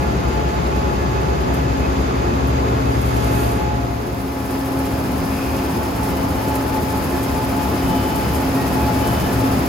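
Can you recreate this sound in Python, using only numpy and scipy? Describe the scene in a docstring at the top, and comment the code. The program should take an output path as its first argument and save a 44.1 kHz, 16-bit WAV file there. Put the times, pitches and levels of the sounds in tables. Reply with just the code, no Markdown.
"""Night roadworks in a narrow street.

First beside a tipper truck, where two diesels beat against each other; then, after a cross-fade, on top
of the milling machine, which grows louder as it takes up load. Its engine, pump and gears drone over the
roar of the cutting drum. The conveyor throws pulses of asphalt grit into the steel tipper.
Squeals and brief metallic ringing tones come and go."""
import sys
import numpy as np
from scipy.fft import rfft, irfft, next_fast_len
from scipy.io import wavfile
from scipy.ndimage import uniform_filter1d

SR = 44100
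rng = np.random.default_rng(int(sys.argv[2]) if len(sys.argv) > 2 else 0)


def wrap_up_sound(samples):
    """Save the sound to the file named by the first command line argument, as 16-bit audio."""
    columns = np.atleast_2d(samples).T
    # keep every value between -1 and 1, then stretch to whole-number steps
    tamed = np.clip(columns, -1, 1)
    steps = np.round(tamed * 32767).astype(np.int16)
    wavfile.write(sys.argv[1], SR, steps)


N = 426888
TIME_S = np.arange(N) / SR
FFT_SIZE = next_fast_len(N)
FREQ_HZ = np.maximum(np.arange(FFT_SIZE // 2 + 1) * SR / FFT_SIZE, 1)

FADE_S, LOAD_S = (3.45, 4.55), (4.1, 8.85)  # start, end
# Source levels: beside the truck, on the mill at light load, on the mill at full load.
RUMBLE_DB, CUTTING_DB, RATTLE_DB = (-27.5, -31.5, -26), (-23, -27, -23.5), (-36.5, -38.5, -34)
TRUCK_DB, TRUCK_OCTAVE_DB = (-28, -41, -42), (-40, -52, -45)
DIESEL_DB, MILL_ENGINE_DB = (-25.5, -37, -30.5), (-50, -39.5, -40)
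PUMP_DB, GRIT_DB = (-28.7, -25.8, -27.7), (-52, -45.5, -41)

# Roar spectra. Each row: frequency in Hz, relative density in dB.
TRUCK_ROAR_DB = [(20, -27), (33, -21), (48, -9), (70, 2), (95, -2.5), (130, 0), (240, -1.5), (390, -4),
                 (470, -6.5), (720, -10.5), (950, -13), (1500, -16.5), (2400, -18), (3600, -22.5),
                 (5550, -33.5), (6600, -27.5), (7400, -39.5), (8500, -62)]
MILL_ROAR_DB = [(20, -25), (30, -23), (42, -4), (75, 3.5), (130, 1), (250, 2), (380, -1), (470, -3.5),
                (950, -7), (1500, -13), (2400, -18.5), (3400, -20), (5800, -27), (6800, -25), (8500, -28)]
# Narrow peaks in the roar: engine hum, gear tone and metallic ringing.
# Each row: frequency in Hz, width in Hz, level over the roar in dB.
TRUCK_ROAR_PEAKS = [(130, 13, 5), (348.8, 4.3, 10), (382, 24, 5.5), (429, 11.5, 7), (1115, 50, 0),
                    (1267, 40, 3), (1920, 90, -6), (2130, 160, 3), (2550, 130, 3.5), (4400, 100, 7),
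                    (4830, 130, 13.5), (5270, 120, 12.5), (6700, 4800, 7)]
MILL_ROAR_PEAKS = [(193.5, 3.3, 5), (258.4, 5, 3.5), (361, 12, 3.5), (418, 21, -1), (1324, 36, -1),
                   (1730, 24, 0.5), (2470, 420, 3), (2580, 36, 0.5), (4460, 110, 4), (4935, 130, 9),
                   (5350, 110, 6.5), (6100, 160, 0)]
# Stereo width of the roar. Each row: frequency in Hz, side minus mid in dB.
TRUCK_WIDTH_DB = [(60, -15), (110, -10.5), (200, -9.5), (380, -4), (700, 5.5), (1290, 4.5), (2380, -3),
                  (5400, 0), (6500, -2), (8000, 10.5)]
MILL_WIDTH_DB = [(40, -17), (110, -11.5), (200, -13.5), (380, -8.5), (700, -2.5), (1290, -0.5), (2380, -2),
                 (4900, -3), (5900, 4), (8000, -22)]
# Swells of rumble, steel rattle, truck exhaust, pump effort and drum bites.
# Each row: peak time in seconds, length in seconds, level change in dB.
RUMBLE_SWELLS_DB = [(3.9, 0.84, 0.5), (5.2, 0.46, 3.5), (6.2, 0.28, 2.5), (7.9, 0.087, 4.5),
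                    (9.62, 0.33, 1)]
RATTLE_SWELLS_DB = [(3.35, 0.38, 2), (5.45, 0.6, 1)]
EXHAUST_BOOMS_DB = [(3.55, 3.4, 15.5), (9.15, 1.64, 19.5)]
PUMP_SWELLS_DB = [(1.56, 0.11, 3.5), (3.67, 0.11, -7), (4.02, 0.16, -10), (4.6, 0.32, 1.5),
                  (7.88, 0.15, 4.5), (8.52, 0.15, 4.5), (9.47, 0.098, 5.5)]
DRUM_BITES_DB = [(.03, .1, 7), (.39, .12, 6), (.57, .12, 5), (.85, .13, 6), (1.12, .12, 7), (1.29, .1, 5),
                 (1.55, .14, 4), (1.82, .13, 5), (2.25, .14, 4), (2.67, .14, 3), (2.9, .13, 4),
                 (3.17, .11, 3), (3.35, .13, 4), (3.67, .14, 4), (5.58, .1, 8), (5.8, .12, 11),
                 (6.04, .11, 11), (6.28, .14, 7), (6.51, .12, 11), (6.76, .14, 10), (6.96, .12, 10),
                 (7.19, .1, 8), (7.42, .13, 12), (7.62, .12, 11), (7.92, .11, 12), (8.08, .1, 10),
                 (8.2, .1, 10), (8.4, .1, 7), (8.56, .12, 4), (8.76, .1, 2), (8.89, .12, 3), (9.04, .1, 3),
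                 (9.25, .1, 3), (9.46, .13, 6)]
# Second diesel. Each row: time in seconds, firing rate in Hz.
DIESEL_FIRING_HZ = [(0, 70), (.25, 68.15), (.9, 67.65), (1.5, 67.55), (2.1, 69.1), (2.6, 69.7), (3, 68.7),
                    (3.7, 68.5), (4.5, 69.05)]
# Mill engine. Each row: multiple of the firing rate, relative level in dB.
MILL_ENGINE_ORDERS = [(1, 3.5), (1.5, 4)]
# Gear whines. Each row: time in seconds, direct level in dB, level off the house fronts in dB.
LOWER_GEAR_DB = [(0, -35.5, -46), (.5, -40, -38), (.8, -42, -37), (2.7, -47, -41), (3.3, -44, -30),
                 (3.8, -37.5, -34), (4.2, -41.5, -40), (5.2, -41, -37), (6.5, -42.5, -37),
                 (8.5, -36.5, -43), (8.9, -34, -39), (9.68, -38, -41)]
DRUM_GEAR_DB = [(0, -34, -33), (.7, -36, -32), (2.05, -39, -35), (2.25, -42, -30), (3.05, -43.5, -29),
                (3.3, -34.5, -32), (3.75, -32.5, -34), (4, -45.5, -40), (4.5, -37.5, -42), (5.5, -39, -41),
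                (5.9, -33, -33), (6.6, -31, -34), (7.3, -32, -36), (8, -32, -32), (8.6, -32, -33),
                (8.9, -28, -33), (9.2, -36, -34), (9.68, -42, -35)]
# Lower gear overtones. Each row: multiple, level beside the truck in dB, level on the mill in dB.
LOWER_GEAR_OVERTONES = [(1.5, -52, -48), (2, -46, -58), (2.5, -54, -50.5), (3, -52.5, -51.5)]
# Drum gear overtones, heard beside the truck. Each row: multiple, level in dB.
DRUM_GEAR_OVERTONES = [(2, -48.5), (3, -50.3)]
# Squeals and brief metallic ringing tones.
# Each row: start in seconds, length in seconds, pitch in Hz, waver in Hz, level in dB.
SQUEALS_AND_RINGS = [(0.33, .27, 1710, 22, -44), (0.95, 0.18, 1705, 14, -40), (1.25, .13, 1705, 20, -43),
                     (1.73, 0.18, 1722, 25, -42), (5.17, .27, 4935, 50, -47), (5.285, 0.41, 2560, 150, -42),
                     (5.36, .22, 2503, 70, -42.5), (6.03, 0.2, 2090, 20, -44), (6.07, .55, 3036, 18, -50),
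                     (7.1, .14, 1744, 25, -41), (7.798, 0.4, 3030, 14, -40.5), (7.83, .32, 3466, 24, -49),
                     (8.2, .26, 3030, 18, -45.5), (8.535, 0.17, 1890, 30, -36), (8.7, .17, 2540, 55, -42),
                     (8.984, 0.32, 3025, 14, -41), (9.02, .27, 3466, 24, -50), (9.22, .18, 1725, 22, -39.5)]
# Grit on steel. Each row: frequency in Hz, relative density in dB.
GRIT_SPECTRUM_DB = [(1500, -31), (4000, -5), (6000, -4.5), (7300, 1), (8700, 8), (10500, 4), (13000, 2),
                    (14500, -2), (16000, -19)]
# Asphalt lumps shattering. Each row: start in seconds, relative level in dB.
LUMP_BURSTS = [(0.0278, -39), (0.2274, -45), (0.7594, -39), (1.4032, -39), (1.5364, -30), (2.4713, -34),
               (3.015, -31), (3.06, -31), (4.505, -29), (4.7905, -30), (4.855, -29), (5.252, -31),
               (5.568, -32), (6.031, -25), (6.104, -30), (6.485, -28), (6.552, -24.5), (6.82, -31),
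               (7.036, -29), (7.23, -27), (8.157, -27), (8.347, -24.5), (9.004, -29), (9.072, -24),
               (9.1292, -30), (9.2, -29), (9.3332, -29)]
# Phase between two microphone ports. Each row: frequency in Hz, phase in radians.
PORT_PHASE_RAD = [(10, 0), (6100, 0), (7000, -1.1), (7700, -2.4), (8650, -3.14), (10000, -4.15),
                  (12000, -5.3), (13300, -6.2), (16000, -6.28)]


def from_db(db):
    """Decibels to gain."""
    return 10 ** (np.asarray(db) / 20)


def unit_rms(x):
    """Scale to unit power."""
    return x / np.sqrt(np.mean(x ** 2) + 1e-20)


def over_time(rows):
    """One curve per value column."""
    times_s, *columns = np.transpose(rows)
    return [np.interp(TIME_S, times_s, column) for column in columns]


def over_hz(rows):
    """Interpolate on a log-frequency axis."""
    hz, value = np.transpose(rows)
    return np.interp(np.log(FREQ_HZ), np.log(hz), value)


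def filtered(x, response):
    """Apply a frequency response."""
    return irfft(rfft(x, FFT_SIZE) * response, FFT_SIZE)[..., :N]


def unit_in_band(response, low_hz, high_hz):
    """Scale a response so white noise has unit power in the band."""
    return response / np.sqrt(np.mean(response ** 2 * ((FREQ_HZ > low_hz) & (FREQ_HZ < high_hz))))


def drift(rate_hz):
    """Low-passed noise, unit RMS."""
    return unit_rms(filtered(rng.standard_normal(FFT_SIZE), 1 / (1 + (FREQ_HZ / rate_hz) ** 2)))


def flutter(depth_db, rate_hz):
    """Randomly wavering gain."""
    return from_db(depth_db * drift(rate_hz))


def resonances(modes):
    """Power response of parallel resonances."""
    return sum(from_db(db) ** 2 / (1 + (2 * (FREQ_HZ - hz) / width_hz) ** 2)
               for hz, width_hz, db in modes)


def phase_rad(hz):
    """Running phase of a fixed or varying rate."""
    return 2 * np.pi * np.cumsum(hz + np.zeros(N)) / SR


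def stereo(mid, side):
    """Mid and side to left and right."""
    return np.array([mid + side, mid - side])


def panned(left_db):
    """Channel gains for a left-minus-right level."""
    return from_db(np.array([[.5], [-.5]]) * left_db)


def ramp(start_s, end_s):
    """Linear rise from 0 to 1."""
    return np.clip((TIME_S - start_s) / (end_s - start_s), 0, 1)


def swells_db(rows):
    """Sum of bell curves; length is at half height."""
    return sum(db * np.exp2(-np.minimum((2 * (TIME_S - peak_s) / length_s) ** 2, 20))
               for peak_s, length_s, db in rows)


def place_gains(levels_db):
    """Cross-faded gains beside the truck and on the mill; the latter follows the load."""
    truck_db, light_db, full_db = levels_db
    on_mill = ramp(*FADE_S)
    mill_db = light_db + ramp(*LOAD_S) * (full_db - light_db)
    return (1 - on_mill) * from_db(truck_db), on_mill * from_db(mill_db)


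def heard(levels_db):
    """Power sum of both places' gains."""
    return np.hypot(*place_gains(levels_db))


def roar(spectrum, peaks, width, gains, pans_db):
    """Pick and piston blows, blurred by the street. Gains and pans: rumble, cutting, rattle."""
    spread = from_db(over_hz(width))
    norm = np.hypot(1, spread)
    body = from_db(over_hz(spectrum)) * np.sqrt(1 + resonances(peaks)) * norm
    mid, side = rng.standard_normal((2, N))
    blows = filtered(stereo(mid, filtered(side, spread)), 1 / norm)
    low = 1 / (1 + (FREQ_HZ / 270) ** 6)
    high = 1 / (1 + (1600 / FREQ_HZ) ** 6)
    rumble = filtered(blows, low * unit_in_band(body, 140, 245)) * flutter(.39, 10)
    rumble *= from_db(swells_db(RUMBLE_SWELLS_DB))
    cutting = filtered(blows, (1 - low - high) * unit_in_band(body, 300, 1500)) * flutter(.6, 10)
    rattle = filtered(blows, high * unit_in_band(body, 1800, 6000)) * flutter(.5, 22)
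    rattle *= from_db(swells_db(RATTLE_SWELLS_DB))
    bands = rumble, cutting, rattle
    return sum(band * gain * panned(db) for band, gain, db in zip(bands, gains, pans_db))


def engines(truck_hz=58.05, mill_hz=75.0, diesel_octave_db=-15):
    """Three diesels: the truck and its neighbour beat near 10 Hz; the mill holds a governed speed."""
    truck, mill = phase_rad(truck_hz), phase_rad(mill_hz)
    diesel = phase_rad(over_time(DIESEL_FIRING_HZ)[0])
    out = heard(TRUCK_DB) * np.sin(truck)
    out += heard(TRUCK_OCTAVE_DB) * from_db(swells_db(EXHAUST_BOOMS_DB)) * np.sin(2 * truck)
    out += heard(DIESEL_DB) * (np.sin(diesel) + from_db(diesel_octave_db) * np.sin(2 * diesel))
    for order, db in MILL_ENGINE_ORDERS:
        out += heard(MILL_ENGINE_DB) * from_db(db) * flutter(.9, 4) * np.sin(order * mill)
    return np.sqrt(2) * out


def hydraulic_pump(hum_hz=269.6, throb_hz=2.15, beat_hz=10.1, idle_db=-15, twin_db=-6,
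                   echo_db=-18, octave_db=-41.5):
    """A pump builds pressure and throbs; the street smears its echo; a slower twin beats under load."""
    turn = phase_rad(hum_hz + .8 * drift(3))
    throb_db = -1.5 * np.cos(2 * np.pi * throb_hz * (TIME_S - 5.0))
    hum = unit_rms(from_db(throb_db) * flutter(.5, 9) * np.sin(turn))
    twin = np.sqrt(2) * np.sin(turn - 2 * np.pi * beat_hz * (TIME_S - 7.97))
    hum += from_db(twin_db) * ramp(*LOAD_S) ** 2 * twin
    echo = unit_rms(filtered(rng.standard_normal((2, N)), resonances([(hum_hz, 12, 0)])))
    octave = unit_rms(np.array([flutter(3, 5), flutter(3, 5)]) * np.sin(2 * turn))
    pressure = ramp(.8, 1.6)
    gain = heard(PUMP_DB) * from_db(idle_db * (1 - pressure) + swells_db(PUMP_SWELLS_DB))
    return gain * (hum + from_db(echo_db) * echo) + from_db(octave_db) * octave


def lower_gear(mesh_hz=696.6, wander_hz=2.22):
    """Gears on a steady shaft sing with metallic overtones, direct and off the house fronts."""
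    meshes = np.array([phase_rad(mesh_hz + wander_hz * drift(14.4)) for path in ("direct", "walls")])
    paths = [from_db(db) * unit_rms(np.sin(mesh) * flutter(2.5, 9.9))
             for mesh, db in zip(meshes, over_time(LOWER_GEAR_DB))]
    out = stereo(*paths) * panned(left_db=-2)
    for multiple, truck_db, mill_db in LOWER_GEAR_OVERTONES:
        out += heard((truck_db, mill_db, mill_db)) * unit_rms(np.sin(multiple * meshes) * flutter(3, 8.7))
    return out


def drum_gear(mesh_hz=847.5, wander_hz=4.3, race_hz_per_db=1.5, lead_s=.035, settle_s=.6,
              rasp_db=-12, grind_hz=7):
    """The drum's gears race just before each bite and surge with it; rough teeth smear the note."""
    surge = from_db(swells_db(DRUM_BITES_DB))
    surge /= np.sqrt(uniform_filter1d(surge ** 2, int(settle_s * SR)))  # sags between bites
    early_bites = [(peak_s - lead_s, length_s, db) for peak_s, length_s, db in DRUM_BITES_DB]
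    race_hz = race_hz_per_db * swells_db(early_bites)
    on_mill = ramp(*FADE_S)
    paths = []
    for path_db in over_time(DRUM_GEAR_DB):
        mesh = phase_rad(mesh_hz + race_hz + wander_hz * drift(15.13))
        note = unit_rms(np.sin(mesh) * flutter(1.3, 18))
        rasp = unit_rms(filtered(rng.standard_normal(N), resonances([(mesh_hz, 50, 0)])))
        rough_mesh = mesh + phase_rad(grind_hz * drift(70))
        ring = sum(from_db(db) * unit_rms(np.sin(multiple * rough_mesh) * flutter(4, 14))
                   for multiple, db in DRUM_GEAR_OVERTONES)
        whine = from_db(path_db) * (note + from_db(rasp_db) * rasp)
        paths.append(surge * (whine + (1 - on_mill) ** 2 * ring))
    return stereo(*paths) * panned(left_db=3.5 * on_mill)


def squeals_and_rings(edge_s=.039):
    """Squeals and brief metallic ringing: unsteady notes, reaching each side by its own path."""
    out = np.zeros(N)
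    waver = drift(130)
    paths = np.array([flutter(2, 23), flutter(2, 26)])
    for start_s, length_s, hz, waver_hz, db in SQUEALS_AND_RINGS:
        envelope = np.clip(np.minimum(TIME_S - start_s, start_s + length_s - TIME_S) / edge_s, 0, 1)
        out += from_db(db) * envelope * np.sin(phase_rad(hz + waver_hz * waver))
    return out * paths


def conveyor_grit(cleats_per_s=15.3, grains_per_s=14000, slip_delay_s=.031, spray_s=.02,
                  lump_crest_db=9, scatter_db=-8):
    """Each cleat flings grains at the steel; a heap slides down the tipper; lumps burst into sprays."""
    on_mill = ramp(*FADE_S)
    belt_s = TIME_S - 4.532 - slip_delay_s * ramp(6.75, 7.05)  # the belt slips once
    throws_db = 2.1 * np.cos(2 * np.pi * cleats_per_s * belt_s) + .9 * drift(17)
    slide_db = 11.5 * (ramp(2.67, 3.37) - ramp(3.5, 3.68))
    trickle_db = .65 * drift(14)
    clumps_db = drift(70)
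    flow_db = on_mill * throws_db + (1 - on_mill) * trickle_db + slide_db + clumps_db
    flow = heard(GRIT_DB) * from_db(flow_db)
    for start_s, db in LUMP_BURSTS:
        age_s = np.maximum(TIME_S - start_s, 0)
        burst = from_db(db - lump_crest_db) * (TIME_S > start_s) * np.exp(-age_s / spray_s)
        flow = np.hypot(flow, burst)
    grains = unit_rms(rng.standard_normal(N) * (rng.random(N) < grains_per_s / SR))
    colour = unit_in_band(from_db(over_hz(GRIT_SPECTRUM_DB)), 10000, 15000)
    spray = filtered(grains * flow, colour)
    scatter = filtered(rng.standard_normal(N) * flow, colour / (1 + (FREQ_HZ / 7500) ** 4))
    return stereo(spray, from_db(scatter_db) * scatter)


def scene():
    """All sources, cross-fading from beside the truck to the top of the mill."""
    truck_gains, mill_gains = zip(*map(place_gains, (RUMBLE_DB, CUTTING_DB, RATTLE_DB)))
    out = roar(TRUCK_ROAR_DB, TRUCK_ROAR_PEAKS, TRUCK_WIDTH_DB, truck_gains, pans_db=(3, .5, -.5))
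    out += roar(MILL_ROAR_DB, MILL_ROAR_PEAKS, MILL_WIDTH_DB, mill_gains, pans_db=(1, .4, 1.8))
    out += engines() * panned(left_db=2) + hydraulic_pump()
    out += lower_gear() + from_db(-.5) * drum_gear()
    return out + squeals_and_rings() + from_db(.5) * conveyor_grit()


def record(dry):
    """Two microphone ports shift the treble's phase against each other; steep low-pass on top."""
    cutoff_hz = 15900
    ports = np.exp(.5j * over_hz(PORT_PHASE_RAD) * np.array([[1], [-1]]))
    return filtered(dry, ports / np.sqrt(1 + (FREQ_HZ / cutoff_hz) ** 300))


dry = scene()
out = record(dry)
wrap_up_sound(out)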